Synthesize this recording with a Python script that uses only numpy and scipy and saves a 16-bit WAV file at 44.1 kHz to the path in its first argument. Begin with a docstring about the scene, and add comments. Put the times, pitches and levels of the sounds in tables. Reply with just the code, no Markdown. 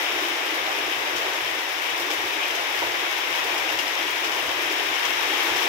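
"""A wet concrete yard in steady rain, heard from under a cloth awning.
Countless far drops merge into a hiss; near ones tick and trap tiny ringing bubbles in the puddles.
Run-off splatters on the ground to the left, and drops drum softly on the cloth overhead to the right.
A faint rumble lies underneath, and the rain grows a little heavier towards the end."""
import sys
import numpy as np
from scipy import signal
from scipy.fft import rfft, irfft, next_fast_len
from scipy.io import wavfile

SR = 44100
rng = np.random.default_rng(int(sys.argv[2]) if len(sys.argv) > 2 else 0)


def bounce(signal):
    """Save signal as a 16-bit WAV file at the path given by the first command-line argument."""
    frames = np.transpose(np.atleast_2d(signal))
    limited = np.clip(frames, -1, 1)
    pcm = np.round(limited * 32767).astype(np.int16)
    wavfile.write(sys.argv[1], SR, pcm)


N = 250488
TIME = np.arange(N) / SR

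# The bright tone of droplets landing nearby. Each row: frequency in Hz, relative level in dB.
SPRAY_TONE = [(300, -43), (1200, -13), (3000, 11.5), (4300, 0.5), (5600, 5.5), (8000, -8), (10500, -15),
              (12200, -7), (16000, -13)]
# The dull tone of a tap on the cloth. Each row: frequency in Hz, relative level in dB.
TAP_TONE = [(100, -41.5), (215, -32), (280, -12), (350, -5.5), (480, -1), (590, -2), (700, 0.5), (950, 0),
            (1300, -7), (2000, -4.5), (4000, -38.5), (8000, -50)]


def from_db(db):
    """Turn decibels into a number to multiply a sound by."""
    return 10 ** (np.asarray(db) / 20)


def rms_one(x):
    """Scale a signal so that its average strength (rms) is 1."""
    return x / np.sqrt(np.mean(x ** 2) + 1e-20)


def pan(left_db):
    """Left and right gains that make the left side louder by left_db."""
    return from_db(np.array([[.5], [-.5]]) * left_db)


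def in_time(rows):
    """Join rows of time and value by straight lines."""
    return np.interp(TIME, *np.transpose(rows))


def at_hz(rows, hz):
    """Read between rows of frequency and value, giving each octave equal room."""
    table = np.array(rows)
    return np.interp(np.log(hz + 1), np.log(table[:, 0]), table[:, 1])


def drift(per_s):
    """A smooth random curve that strays about 1 either way; per_s sets its pace."""
    step, warm_up = 40, 2000  # samples per point; points thrown away at the start
    keep = np.exp(-2 * np.pi * per_s * step / SR)
    noise = rng.standard_normal(N // step + warm_up + 2)
    slow = signal.lfilter([1], [1, -2 * keep, keep * keep], noise)[warm_up:]
    return np.interp(np.arange(N) / step, np.arange(len(slow)), rms_one(slow))


def colour(x, tone, side=None):
    """Filter a sound to a tone table; a side table leans each frequency left or right."""
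    size = 2 * next_fast_len(N // 2 + 1)
    hz = np.arange(size // 2 + 1) * SR / size
    gain = from_db(at_hz(tone, hz)) * pan(at_hz(side, hz) if side else 0)
    # fold the filter so that it rings only after each click, never before (minimum phase)
    cepstrum = irfft(np.log(rms_one(gain)))
    cepstrum[:, 1:size // 2] *= 2
    cepstrum[:, size // 2 + 1:] = 0
    response = np.exp(rfft(cepstrum))
    return irfft(rfft(x, size) * response, size)[:, :N]


def impacts(per_s, spread_db, bearing=0., width=1.):
    """Random clicks of uneven size that reach the nearer side first (bearing -1 is left, +1 is right)."""
    side_to_side_s = .00047
    at = np.flatnonzero(rng.random(N) < per_s / SR)
    size_db = spread_db * np.minimum(rng.exponential(1, len(at)), 4)
    size = from_db(size_db) * rng.choice([-1, 1], len(at))
    direction = bearing + width * rng.uniform(-1, 1, len(at))
    lag = np.round(side_to_side_s * SR * direction).astype(int)
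    left = np.bincount((at + lag) % N, size, N)
    right = np.bincount(at, size, N)
    return rms_one(np.array([left, right]))


def bursts(events, rise_s, decay_s):
    """A loudness curve that swells and dies away for each row of time in seconds and level in dB."""
    out = np.zeros(N)
    for s, db, *_ in events:
        age = np.maximum(TIME - s + rise_s, 0)
        out += from_db(db) * (1 - np.exp(-age / rise_s)) * np.exp(-age / decay_s)
    return out


def notes(events, rise_s, decay_s):
    """A short dying note for each row of time in seconds, level in dB and pitch in Hz."""
    return sum(bursts([(s, db)], rise_s, decay_s) * np.sin(2 * np.pi * hz * (TIME - s))
               for s, db, hz in events)


def rumble():
    """A faint rumble wavers and bumps, alike on both sides; softer air stirs on each side separately."""
    # The deep tone of the rumble. Each row: frequency in Hz, relative level in dB.
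    rumble_tone = [(20, -15), (45, -18), (70, -4.5), (95, 0.5), (135, -4.5), (165, -2.5), (200, -10.5),
                   (400, -32), (1500, -57)]
    # Soft bumps that stand out of it. Each row: time in seconds, relative level in dB.
    bumps = [(0.16, -56), (0.62, -46), (1.15, -49), (1.44, -49), (1.93, -52), (2.18, -51), (2.85, -46),
             (3.32, -60), (3.55, -55), (3.72, -50), (4.47, -46.5), (5.52, -44)]
    # The tone of the stirring air. Each row: frequency in Hz, relative level in dB.
    air_tone = [(30, -13), (70, 1), (200, 5), (1000, -44)]
    level = from_db(-64.5 + 4 * drift(per_s=6)) + bursts(bumps, rise_s=0.022, decay_s=0.043)
    far = level * colour(rng.standard_normal((1, N)), rumble_tone)
    air = from_db(-76.0) * colour(rng.standard_normal((2, N)), air_tone)
    return far + air * from_db(6.8 * drift(per_s=3.4))


def awning():
    """The slack cloth turns drops into dull taps, and bigger drops make it ring. 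Both come in flurries."""
    # How hard the rain drums on the cloth. Each row: time in seconds, level in dB.
    drumming = [(0.0, -33), (0.5, -33), (1.05, -34), (1.28, -33), (1.72, -35.5), (1.97, -33), (2.5, -34),
                (3.08, -34), (3.26, -35.5), (3.5, -32), (3.75, -34), (3.98, -34.5), (4.7, -33), (5.2, -33),
                (5.68, -31.2)]
    # Which way the taps lean. Each row: frequency in Hz, left minus right in dB.
    tap_side = [(280, -2.5), (410, 2.5), (580, -4), (750, -3), (1000, 1), (2000, 0.5)]
    # The hollow ring of the cloth. Each row: frequency in Hz, relative level in dB.
    ring_tone = [(100, -46), (215, -25), (265, -12), (305, -3), (340, 2), (400, -3), (460, -7), (600, -19),
                 (1500, -47)]
    overhead = from_db(-1.5) * impacts(per_s=6000, spread_db=2.6, width=0.77)
    right_patch = from_db(-3.5) * impacts(per_s=2500, spread_db=0.6, bearing=0.79, width=0.14)
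    taps = colour(overhead + right_patch, TAP_TONE, tap_side)
    big_drops = impacts(per_s=900, spread_db=1.3, bearing=.2, width=0.6)
    ring = colour(big_drops, ring_tone) * pan(left_db=1.0)
    level_db = in_time(drumming)
    flurries_per_s, ring_follow = 5.5, 2.2  # the ring gains 2.2 dB for each dB of drumming
    taps_db = level_db + 0.6 * drift(flurries_per_s)
    ring_db = -43 + ring_follow * (level_db - np.mean(level_db)) + 3 * drift(flurries_per_s)
    return from_db(taps_db) * taps + from_db(ring_db) * ring


def drips():
    """Heavy drips slap the awning and set the wet cloth ringing with short hollow notes."""
    # Drips on the cloth. Each row: time in seconds, relative level in dB, pitch of the cloth in Hz.
    thuds = [(0.579, -28.5, 540), (0.679, -22, 804), (1.264, -23.5, 373), (2.099, -25, 314),
             (2.579, -21, 693), (2.819, -18.5, 947), (3.022, -24, 382), (3.379, -23, 1016),
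             (3.72, -26, 318), (3.798, -26, 343), (5.239, -23.5, 496), (5.329, -26, 884), (5.489, -22, 866)]
    patter = impacts(per_s=3500, spread_db=4.0, bearing=0.64, width=.3)
    slaps = bursts(thuds, rise_s=0.0066, decay_s=0.037) * patter
    hollow_notes = notes(thuds, rise_s=0.0074, decay_s=0.021)
    return from_db(-3.5) * hollow_notes + from_db(-5.6) * colour(slaps, TAP_TONE)


def run_off():
    """Gathered water falls on the left, each time with a spray of droplets and the plink of one bubble."""
    # Water landing on the concrete. Each row: time in seconds, relative spray level in dB,
    # bubble pitch in Hz, relative bubble level in dB.
    splats = [(0.1805, -34, 3270, -37), (1.1648, -28.5, 2320, -33), (2.1034, -28, 2340, -30),
              (2.5488, -28, 3080, -28), (3.35, -30, 2540, -33), (3.69, -29, 2770, -24.5),
              (3.7893, -25, 2820, -21.5), (4.242, -26.5, 2550, -37), (4.3191, -30.5, 2880, -32),
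              (4.9394, -30, 2160, -30), (5.0516, -25.5, 3280, -30), (5.5625, -25.5, 2360, -34)]
    spray = bursts(splats, rise_s=0.002, decay_s=0.03) * impacts(per_s=9000, spread_db=4.5)
    plinks = notes([(s, db, hz) for s, _, hz, db in splats], rise_s=0.0036, decay_s=0.024)
    return from_db(-2.5) * (colour(spray, SPRAY_TONE) + plinks) * pan(left_db=12.6)


def splashes(level_db):
    """Big drops all around shatter into showers of droplets; some land close by with a fine wet tick."""
    # The tone of the finest, brightest droplets. Each row: frequency in Hz, relative level in dB.
    droplet_tone = [(500, -38), (2800, 2), (4300, -2), (5600, -0.5), (8000, -7.5), (10500, -9), (12200, -4),
                    (16000, -7)]
    fade_s = .011  # how quickly the energy of each shower dies away
    big_drops = impacts(per_s=42, spread_db=2.1) ** 2
    energy = signal.lfilter([1], [1, -np.exp(-1 / (fade_s * SR))], big_drops + 1e-18)
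    showers = rms_one(np.sqrt(energy) * impacts(per_s=7000, spread_db=2.0))
    droplets = from_db(-16.5) * colour(showers, droplet_tone)
    close_ticks = from_db(-19.5) * colour(impacts(per_s=250, spread_db=8.5), SPRAY_TONE)
    return from_db(level_db) * (droplets + close_ticks) * pan(left_db=4.7)


def bubbles(per_s, cycles, low_hz, high_hz, pitches=18):
    """Air trapped by drops in the puddles rings briefly, at a pitch set by the size of the bubble."""
    out = np.zeros((2, N))
    for hz in np.geomspace(low_hz, high_hz, pitches):
        decay = from_db(-60 * hz / (cycles * SR))  # the ring falls 60 dB over the given cycles
        angle = 2 * np.pi * hz / SR
        drops = impacts(per_s / pitches, spread_db=1.0) + 1e-18
        ringing = signal.lfilter([1, 0, -1], [1, -2 * decay * np.cos(angle), decay * decay], drops)
        out += rms_one(ringing)
    return rms_one(out)


def yard_rain(level_db):
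    """Far drops merge into a hiss; nearer ones tick in flurries and bubble in the puddles."""
    # The tone of rain on the wet ground. Each row: frequency in Hz, relative level in dB.
    ground_tone = [(200, -47), (450, -19.5), (950, -1.5), (1380, -3.5), (1700, -0.6), (2200, 0.73),
                   (3200, -5), (3750, -5.5), (4300, -13.5), (5400, -10), (8000, -23.5), (10500, -23.5),
                   (12100, -19.5), (15800, -25.5)]
    # The open yard lies to the left. Each row: frequency in Hz, left minus right in dB.
    yard_side = [(600, 1), (1000, 4), (1350, 0.5), (1800, 7), (2400, 6.5), (3200, 11.5), (4300, 6),
                 (5400, 8.5), (7800, 6.5), (9400, -0.5), (10800, -1), (12200, 0.5), (15000, 5.5)]
    hiss = from_db(-1.13) * rng.standard_normal((2, N))
    ticks = from_db(-7.5) * impacts(per_s=10000, spread_db=2.5) * from_db(drift(per_s=11))
    # heavier rain traps far more bubbles, so it sounds brighter
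    bubbling_db = -17.0 + 1.1 * (level_db - np.mean(level_db)) + 2.8 * drift(per_s=7.0)
    puddles = from_db(bubbling_db) * bubbles(per_s=1200, cycles=40, low_hz=2280, high_hz=3427)
    # the rain thickens on the left as time passes
    left_db = np.interp(TIME, [0, 5.68], [-.7, .9])
    return from_db(level_db) * colour(hiss + ticks + puddles, ground_tone, yard_side) * pan(left_db)


def scene():
    """Rain on the ground and on the awning, over a low rumble."""
    # How hard the rain falls on the ground. Each row: time in seconds, relative level in dB.
    rain_strength = [(0.0, -25), (0.12, -26), (1.7, -27), (3.1, -26), (4.4, -26.0), (5.0, -25),
                     (5.42, -23.5), (5.68, -24)]
    ground_db = in_time(rain_strength)
    ground = yard_rain(ground_db) + splashes(ground_db) + run_off()
    overhead = awning() + drips()
    return ground + overhead + rumble()


def record(dry):
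    """Cut away the very highest treble with a steep filter."""
    cutoff_hz = 15750
    return signal.sosfilt(signal.ellip(14, .1, 80, cutoff_hz, fs=SR, output="sos"), dry)


dry = scene()
out = record(dry)
bounce(out)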